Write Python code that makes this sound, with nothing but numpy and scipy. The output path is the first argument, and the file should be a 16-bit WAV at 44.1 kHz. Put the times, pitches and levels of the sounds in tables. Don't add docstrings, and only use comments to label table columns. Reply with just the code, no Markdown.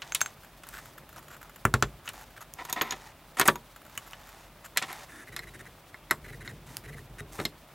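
import sys
import numpy as np
from scipy import signal
from scipy.fft import rfft, irfft
from scipy.io import wavfile

SR = 44100
rng = np.random.default_rng(int(sys.argv[2]) if len(sys.argv) > 2 else 0)


def master(y):
    cut = np.clip(np.atleast_2d(y).T, -1, 1)
    pcm = np.round(cut * 32767)
    wavfile.write(sys.argv[1], SR, pcm.astype(np.int16))


N = 341334
T = np.arange(SR // 3) / SR
BLOW_S = 0.015
GRIP_FROM_S = 5.31


# nominal pitch_hz, energy_db (against the contact click, before ring_db), t60_s
JAW_MODES = [(1360, 3.5, 0.018), (1445, 2.5, 0.011), (6240, -7.5, 0.011), (7260, 4, 0.01)]
# upper_middle_db, treble_db;
# last, rattle_db (added to chatter_db)
JAW_BLOWS = [(1.6521, -18, -25.5, -13.5, -12), (1.7398, -19.5, -11, -13.5, -7.5),
             (1.8244, -20, -7.5, -14, -7)]


def jaw_knocks():
    return blows(JAW_BLOWS, JAW_MODES, contact_t60=0.017, chatter_db=8.5, ring_db=1.5, crisp_db=-20,
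                 bass_db=-11.5, bench_db=3.5, bench_hz=55.4, level_db=-2)


# nominal pitch_hz, energy_db (against the contact click, before ring_db), t60_s
BAR_MODES = [(370, -1, 0.081), (969, 7, 0.062), (1480, -0.5, 0.021), (1820, -24, 0.035), (3640, -11, 0.032),
             (6690, 2, 0.024), (9300, -24, 0.012), (11600, -10, 0.027), (12960, 5, 0.029)]
# upper_middle_db, treble_db;
# last, rattle_db (added to chatter_db)
BAR_BLOWS = [(2.6505, -45, -4, -2, 2), (2.698, -45, 0, 3, 2), (2.7268, -37, 2.5, 6.5, -5.5),
             (2.8118, -27, -1.5, -29, 18), (2.8187, -44, -2, 12.5, -11), (2.9085, -44.5, 12, 0, -5),
             (2.922, -36, -1.5, -10.5, 7), (3.387, -38, -4, -12, 7), (3.3968, -22, -8, -2, 4),
             (3.4125, -23, -4, -10, -1), (3.4772, -29.5, -11, 8, 6), (3.4828, -15, -10, -40, -1),
             (3.5565, -37.5, -10.5, -10, -4)]


def bar_clacks():
    return blows(BAR_BLOWS, BAR_MODES, contact_t60=0.013, chatter_db=8, ring_db=0, crisp_db=-23,
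                 bass_db=-9.5, bench_db=-7, bench_hz=140, level_db=-1)


# nominal pitch_hz, width_hz, gain_db
BAR_PEAKS = [(363, 240, 22.4), (770, 34, 34.4), (1000, 100, 32), (1290, 73, 28.4), (1884, 220, 29.6),
             (3450, 140, 13), (6660, 290, 5.2), (8950, 3900, 13)]
# start_s, end_s, level_db (before level_db of the layer), treble_db (against the stroke's level)
BAR_SCRAPES = [(2.587, 2.625, -38.5, -40), (2.689, 2.71, -40, -19), (2.762, 2.805, -33, -50),
               (2.82, 2.95, -39.5, -43), (3.372, 3.4, -34.5, -11), (3.457, 3.477, -29.5, -7),
               (4.765, 4.773, -36, -30), (4.818, 4.85, -36.5, -27), (4.885, 4.925, -40, -16),
               (7.386, 7.425, -44, -16)]


def bar_scrapes():
    return slides(BAR_SCRAPES, BAR_PEAKS, grain_db=2.5, taper=0.19, soft_hz=6000, wander=0.0095,
                  level_db=-2, gather_db=-3)


# nominal pitch_hz, energy_db (against the contact click, before ring_db), t60_s
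SPINDLE_MODES = [(349, 12.5, 0.066), (1022, -2, 0.071), (1966, 13, 0.038), (2115, 14.5, 0.04),
                 (3770, 7, 0.043), (4157, 14.5, 0.019), (5190, 4, 0.063), (7300, 13, 0.0092),
                 (8060, 3.5, 0.097), (11430, 17, 0.019)]
# upper_middle_db, treble_db;
# last, rattle_db (added to chatter_db)
SPINDLE_BLOWS = [(4.7726, -30, 3.5, 1.5, 12), (4.824, -39, 2, -8, 24), (4.9283, -50, -1, 4, 8),
                 (5.3638, -42, 2, -3, 11), (5.3917, -42.5, -2, -10, -4), (5.9435, -45, -16, -26, 1),
                 (6.101, -52, -4, -37, -6), (6.1098, -22.5, -11.5, -8.5, -2.5),
                 (6.4765, -43.5, -3.5, -25, -3), (7.389, -41.5, -12, -22, 18), (7.3995, -38.5, -5, -16, 13),
                 (7.4524, -41, 11, 0.5, 3.5)]


def spindle_blows():
    return blows(SPINDLE_BLOWS, SPINDLE_MODES, contact_t60=0.0047, chatter_db=16, ring_db=-0.5, crisp_db=-29,
                 bass_db=-25, bench_db=-4.5, bench_hz=110, level_db=0.5, load_db_per_s=12.5)


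# nominal pitch_hz, width_hz, gain_db
SCREW_PEAKS = [(327, 58, 29), (1580, 490, 22), (1826, 170, 29.5), (3730, 90, 20), (9300, 300, 20.5),
               (10900, 1700, 32)]
# start_s, end_s, level_db (before level_db of the layer), treble_db (against it)
FREE_TURNS = [(5.075, 5.25, -52.5, -16.5)]
# start_s, end_s, slips_per_s, level_db (before level_db of the layer)
PUSHES = [(5.273, 5.515, 19.9, -51), (5.539, 5.712, 17, -50.5), (6.239, 6.37, 23, -50.5),
          (6.406, 6.532, 24, -50.5), (6.838, 7.03, 23, -51.5), (7.185, 7.236, 19.4, -45)]
SLIP_S = 0.025
SLIP_JITTER_S, SLIP_SCATTER_DB = 0.002, 0.5
SLIP_TREBLE_DB = -15


def screw(bench_db, load_db_per_s, slack_pitch, taut_pitch):
    slips, out = [], np.zeros(N)
    for start, end, per_s, push_db in PUSHES:
        for beat in start + np.arange(round((end - start) * per_s)) / per_s:
            s = beat + SLIP_JITTER_S * rng.standard_normal()
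            db = push_db + SLIP_SCATTER_DB * rng.standard_normal()
            slips.append((s, s + SLIP_S, db, SLIP_TREBLE_DB))
            nudge_db = db + bench_db + load_db(s, load_db_per_s)
            add(out, s + SLIP_S, thump(nudge_db, lowest_hz=88.5))
    for strokes, pitch in (FREE_TURNS, slack_pitch), (slips, taut_pitch):
        peaks = [(hz * pitch, width, db) for hz, width, db in SCREW_PEAKS]
        out += slides(strokes, peaks, grain_db=2.5, taper=0.26, soft_hz=14000, wander=0.044,
                      level_db=1.5, gather_db=2)
    return out


# nominal pitch_hz, energy_db (against the contact click, before ring_db), t60_s
SHIM_MODES = [(1480, 14, 0.01), (2190, -4, 0.024), (6450, 3, 0.037), (7380, 1, 0.067), (14770, -21, 0.091)]
# upper_middle_db, treble_db;
# last, rattle_db (added to chatter_db)
SHIM_BLOWS = [(0.1217, -39, 2, -3, -22), (0.2068, -42, 7.5, 0, 21), (0.2148, -26, -1.5, -1, -15),
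              (0.2604, -37.5, -2.5, -4.5, 0)]


def shim_clinks():
    return blows(SHIM_BLOWS, SHIM_MODES, contact_t60=0.0014, chatter_db=6, ring_db=3, crisp_db=-22,
                 bass_db=-33, bench_db=8, bench_hz=100, level_db=-2.5)


# nominal pitch_hz, energy_db (against the contact click, before ring_db), t60_s
WOOD_MODES = [(1440, 0, 0.013), (2735, 11, 0.0087), (2950, 14, 0.045), (6820, 11.7, 0.0046)]
# upper_middle_db, treble_db;
# last, rattle_db (added to chatter_db)
WOOD_BLOWS = [(0.0195, -47, 4.5, -15, 17), (0.148, -43, 12, 12.5, 16), (0.635, -53, -3, -7, 24),
              (2.077, -44, 1.5, -24, 7), (2.0895, -47, 3, 0.5, 15), (3.9765, -42, -2.5, 1, 0),
              (4.1326, -49.5, -0.5, -16, 11)]


def wood_taps():
    return blows(WOOD_BLOWS, WOOD_MODES, contact_t60=0.02, chatter_db=10, ring_db=-5.5, crisp_db=-4,
                 bass_db=-21.5, bench_db=6, bench_hz=100, level_db=2)


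SLIDE_EDGES_HZ = [160, 6000, 16000]
# start_s, body_db, treble_db (both before level_db)
TICKS = [(0.077, -53, -72), (0.6888, -53, -44), (2.538, -52, -42), (4.11, -58, -55), (6.769, -37, -37)]


def ticks(t60, level_db):
    out = np.zeros(N)
    for s, *bands_db in TICKS:
        snap = np.diff(rng.standard_normal(len(T)) * decay(t60), prepend=0)
        add(out, s, voice(snap, SLIDE_EDGES_HZ, bands_db, size=int(BLOW_S * SR)))
    return amp(level_db) * out


# nominal pitch_hz, width_hz, gain_db
SHIM_PEAKS = [(1160, 65, 8.2), (1366, 370, 23.6), (2820, 180, 4.1), (7060, 550, 9.1), (12400, 450, 7.5),
              (11900, 1200, 7.7)]
# start_s, end_s, level_db (before level_db of the layer), treble_db (against the stroke's level)
FINGER_SLIDES = [(0.725, 0.81, -46.5, -10), (1.165, 1.195, -49, -12), (1.298, 1.365, -50.5, -9),
                 (1.449, 1.463, -54, -28), (2.048, 2.075, -51.5, -6), (2.365, 2.385, -48, -12),
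                 (2.41, 2.432, -47.5, -6), (4.642, 4.672, -48, -3.5)]


def finger_slides():
    return slides(FINGER_SLIDES, SHIM_PEAKS, grain_db=4.5, taper=0.49, soft_hz=12400, wander=0.18, level_db=-1)


# start_s, end_s
HOLDING = [(.3, 1.6), (1.98, 2.45), (3.65, 4.3)]


def fidget(spans, per_s, level_db):
    t = np.arange(N) / SR
    holding = sum((t > start) & (t < end) for start, end in spans)
    touches = holding * (rng.random(N) < per_s / SR) * rng.uniform(0.3, 1, N)
    scuffs = signal.fftconvolve(touches, decay(0.038))[:N] * rng.standard_normal(N)
    return amp(level_db) * resonate(scuffs, SHIM_PEAKS)


# nominal pitch_hz, width_hz, gain_db
SLEEVE_PEAKS = [(835, 190, 15.7), (1180, 750, 7.5), (1800, 200, 6.9), (3560, 77, 3.2)]
# start_s, end_s, level_db (before level_db of the layer), treble_db (against the move's level)
ARM_MOVES = [(0.01, 0.33, -49, -12), (0.66, 0.92, -52.5, -4.5), (2.13, 2.25, -47.5, -8),
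             (2.55, 3.15, -48.5, -11.5), (3.86, 4.5, -52.5, -9.5), (4.83, 5.06, -44, -9.5),
             (6.66, 6.8, -50.5, -4.5), (7.315, 7.47, -47.5, -2)]


def sleeve_rubs():
    return slides(ARM_MOVES, SLEEVE_PEAKS, grain_db=4, taper=0.21, soft_hz=12700, wander=0.06,
                  level_db=-5, gather_db=0.5)


BLOW_EDGES_HZ = [150, 600, 2400, 6000, 16000]
# pitch_hz, t60_s
CHATTER = [(300, 0.14), (1200, 0.054), (3500, 0.068), (14000, 0.013)]
# pitch_hz, width_hz, gain_db
CASTING_PEAKS = [(370, 120, 16), (532, 810, 12), (1130, 70, 23.5), (1350, 390, 27.5), (1705, 73, 24.5),
                 (3380, 790, 10.5), (7700, 1000, 8), (9200, 4200, 18)]
MEDIUM_BLOW_DB, RING_DAMPING = -39.5, 0.37


def blows(rows, modes, contact_t60, chatter_db, ring_db, crisp_db, bass_db, bench_db, bench_hz, level_db,
          load_db_per_s=0):
    out = np.zeros(N)
    for s, strength_db, edge_db, click_db, rattle_db in rows:
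        contact = rng.standard_normal(len(T)) * decay(contact_t60)
        chatter = resonate(dying_noise(CHATTER), CASTING_PEAKS)
        blow = contact / np.linalg.norm(contact)
        blow += amp(chatter_db + rattle_db) * chatter / np.linalg.norm(chatter)
        blow += amp(ring_db - RING_DAMPING * (strength_db - MEDIUM_BLOW_DB)) * ring(modes)
        blow += amp(crisp_db) * np.convolve(blow, [-1, 2, -1], "same")
        weight_db = bass_db + load_db(s, load_db_per_s)
        blow = voice(blow, BLOW_EDGES_HZ, [weight_db, 0, edge_db, click_db], size=int(BLOW_S * SR))
        add(out, s, amp(strength_db) * (blow + thump(weight_db + bench_db, bench_hz)))
    return amp(level_db) * out


def ring(modes, detune=0.012):
    out = np.zeros(len(T))
    for hz, db, t60 in modes:
        pitch_hz = hz * (1 + detune * rng.uniform(-1.1, 1))
        wave = np.sin(2 * np.pi * pitch_hz * T) * decay(t60)
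        out += amp(db + rng.uniform(-3, 3)) * wave / np.linalg.norm(wave)
    return out


# nominal pitch_hz, energy_db (before the low cut and damping), t60_s (before the damping)
BENCH_MODES = [(56, 3, 0.72), (101.7, 4, 0.1), (141.5, 2.5, 0.51), (222, -6, 0.17), (429.5, -3.5, 0.14)]


def thump(db, lowest_hz, held_t60=0.5):
    low_cut = signal.butter(2, lowest_hz, "high", fs=SR, output="sos")
    rocking = signal.sosfilt(low_cut, ring(BENCH_MODES, detune=0.1))
    return -amp(db) * np.sqrt(BLOW_S * SR) * rocking * decay(held_t60)


def load_db(s, db_per_s):
    return db_per_s * max(s - GRIP_FROM_S, 0)


def slides(rows, peaks, grain_db, taper, soft_hz, wander, level_db, gather_db=0):
    out = np.zeros(N)
    soften = signal.butter(1, soft_hz, fs=SR)
    for start, end, db, treble_db in rows:
        size = int((end - start + 0.0053) * SR)
        speed = amp(np.linspace(-gather_db, 0, size)) * signal.windows.tukey(size, taper)
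        rub = signal.lfilter(*soften, grit(size, grain_db, grain_s=0.001) * speed)
        shift = 1 + wander * rng.uniform(-1.2, 1)
        shifted_peaks = [(hz * shift, width, peak_db) for hz, width, peak_db in peaks]
        rub = resonate(np.pad(rub, (0, SR // 20)), shifted_peaks)
        add(out, start - 0.004, voice(rub, SLIDE_EDGES_HZ, [db, db + treble_db], size=size))
    return amp(level_db) * out


def grit(size, grain_db, grain_s):
    t = np.arange(size) / SR
    knots = np.arange(0, t[-1] + grain_s, grain_s)
    strengths = np.clip(rng.standard_normal(len(knots)), -2, 2)
    return rng.standard_normal(size) * amp(grain_db * np.interp(t, knots, strengths))


def resonate(x, peaks):
    return x + sum(amp(db) * signal.lfilter(*signal.iirpeak(hz, hz / width, SR), x) for hz, width, db in peaks)


def dying_noise(t60s):
    hz, t, z = signal.stft(rng.standard_normal(len(T)), SR, nperseg=128)
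    fade = np.exp(-np.log(1000) * t / read(t60s, hz)[:, None])
    return signal.istft(z * fade, SR, nperseg=128)[1][:len(T)]


def decay(t60):
    return np.exp(-np.log(1000) * T / t60)


def voice(x, edges, levels_db, size):
    out = np.zeros(len(x))
    for low, high, db in zip(edges, edges[1:], levels_db):
        band = signal.sosfilt(signal.butter(4, (low, high), "band", fs=SR, output="sos"), x)
        out += amp(db) * band / np.sqrt(np.mean(band[:size] ** 2))
    return out


def shaped(x, spectrum):
    return unit(irfft(rfft(x) * amp(read(spectrum, np.fft.rfftfreq(N, 1 / SR))), N))


def read(points, hz):
    f, value = np.transpose(points)
    return np.interp(np.log(hz + 1), np.log(f), value)


def amp(db):
    return 10 ** (np.asarray(db) / 20)


def unit(x):
    return x / np.sqrt(np.mean(x ** 2) + 1e-20)


def add(mix, s, sound):
    part = mix[max(round(s * SR), 0):][:len(sound)]
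    part += sound[:len(part)]


# start_s, end_s, level_db (of the full weight)
LEANS = [(.55, 2.15, -59), (5.15, 5.9, -56.5), (6.0, 7.55, -49.5)]
# (per Hz, relative)
SWAY_COLOUR = [(22, -28), (33, -46), (45, 9.5), (58, -8.5), (74, -6), (100, -8), (140, -2), (200, -15.5),
               (350, -14), (1500, -51.5)]


def sway(rest_db, ease_s):
    t = np.arange(N) / SR
    weight = sum(amp(db) * np.clip(np.minimum(t - start, end - t) / ease_s, 0, 1) for start, end, db in LEANS)
    return np.hypot(amp(rest_db), weight) * shaped(rng.standard_normal(N), SWAY_COLOUR)


# (per Hz, relative)
RUB_BODY = [(150, 3.5), (470, -3.5), (590, 3), (780, -0.5), (1250, -2), (1550, -5.5), (1800, -6),
            (2400, -7.5), (3600, -13), (6000, -44)]
# (per Hz, relative)
RUB_HISS = [(1500, -10.5), (3500, 2.5), (4700, 1), (6500, -2), (8000, -2.5), (14300, -2), (16000, 1)]


def handling(body_db, hiss_db, grain_db):
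    rub = amp(body_db) * shaped(grit(N, grain_db, grain_s=0.0019), RUB_BODY)
    return rub + amp(hiss_db) * shaped(grit(N, grain_db, grain_s=0.017), RUB_HISS)


# pitch_hz, t60_s
ROOM = [(100, 0.51), (1500, 0.069), (16000, 0.18)]


def workshop(x):
    tail = np.pad(dying_noise(ROOM), (int(0.006 * SR), 0))
    return signal.fftconvolve(x, tail / np.linalg.norm(tail))[:N]


def scene():
    vise = jaw_knocks() + bar_clacks() + bar_scrapes() + spindle_blows()
    vise += screw(bench_db=-4.5, load_db_per_s=4, slack_pitch=0.98, taut_pitch=1.047)
    vise += shim_clinks() + wood_taps()
    vise += ticks(t60=0.004, level_db=-3.5)
    vise += finger_slides()
    vise += fidget(HOLDING, per_s=20, level_db=-52)
    background = sway(rest_db=-60, ease_s=0.23) + handling(body_db=-55.5, hiss_db=-60, grain_db=2)
    mid = vise + amp(-16.5) * workshop(vise) + sleeve_rubs() + background
    side = workshop(amp(-45) * mid + amp(-30) * np.diff(mid, prepend=0))
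    side += amp(-67) * shaped(rng.standard_normal(N), RUB_HISS)
    return np.array([mid + side, mid - side])


def record(dry):
    dry = signal.sosfilt(signal.butter(4, 34, "high", fs=SR, output="sos"), dry)
    dry = dry / (1 + (dry / 0.7) ** 6) ** (1 / 6)
    treble_limit = signal.firwin(301, 16000, window=("kaiser", 8), fs=SR)
    return signal.oaconvolve(dry, treble_limit[None], "same")


dry = scene()
out = record(dry)
master(out)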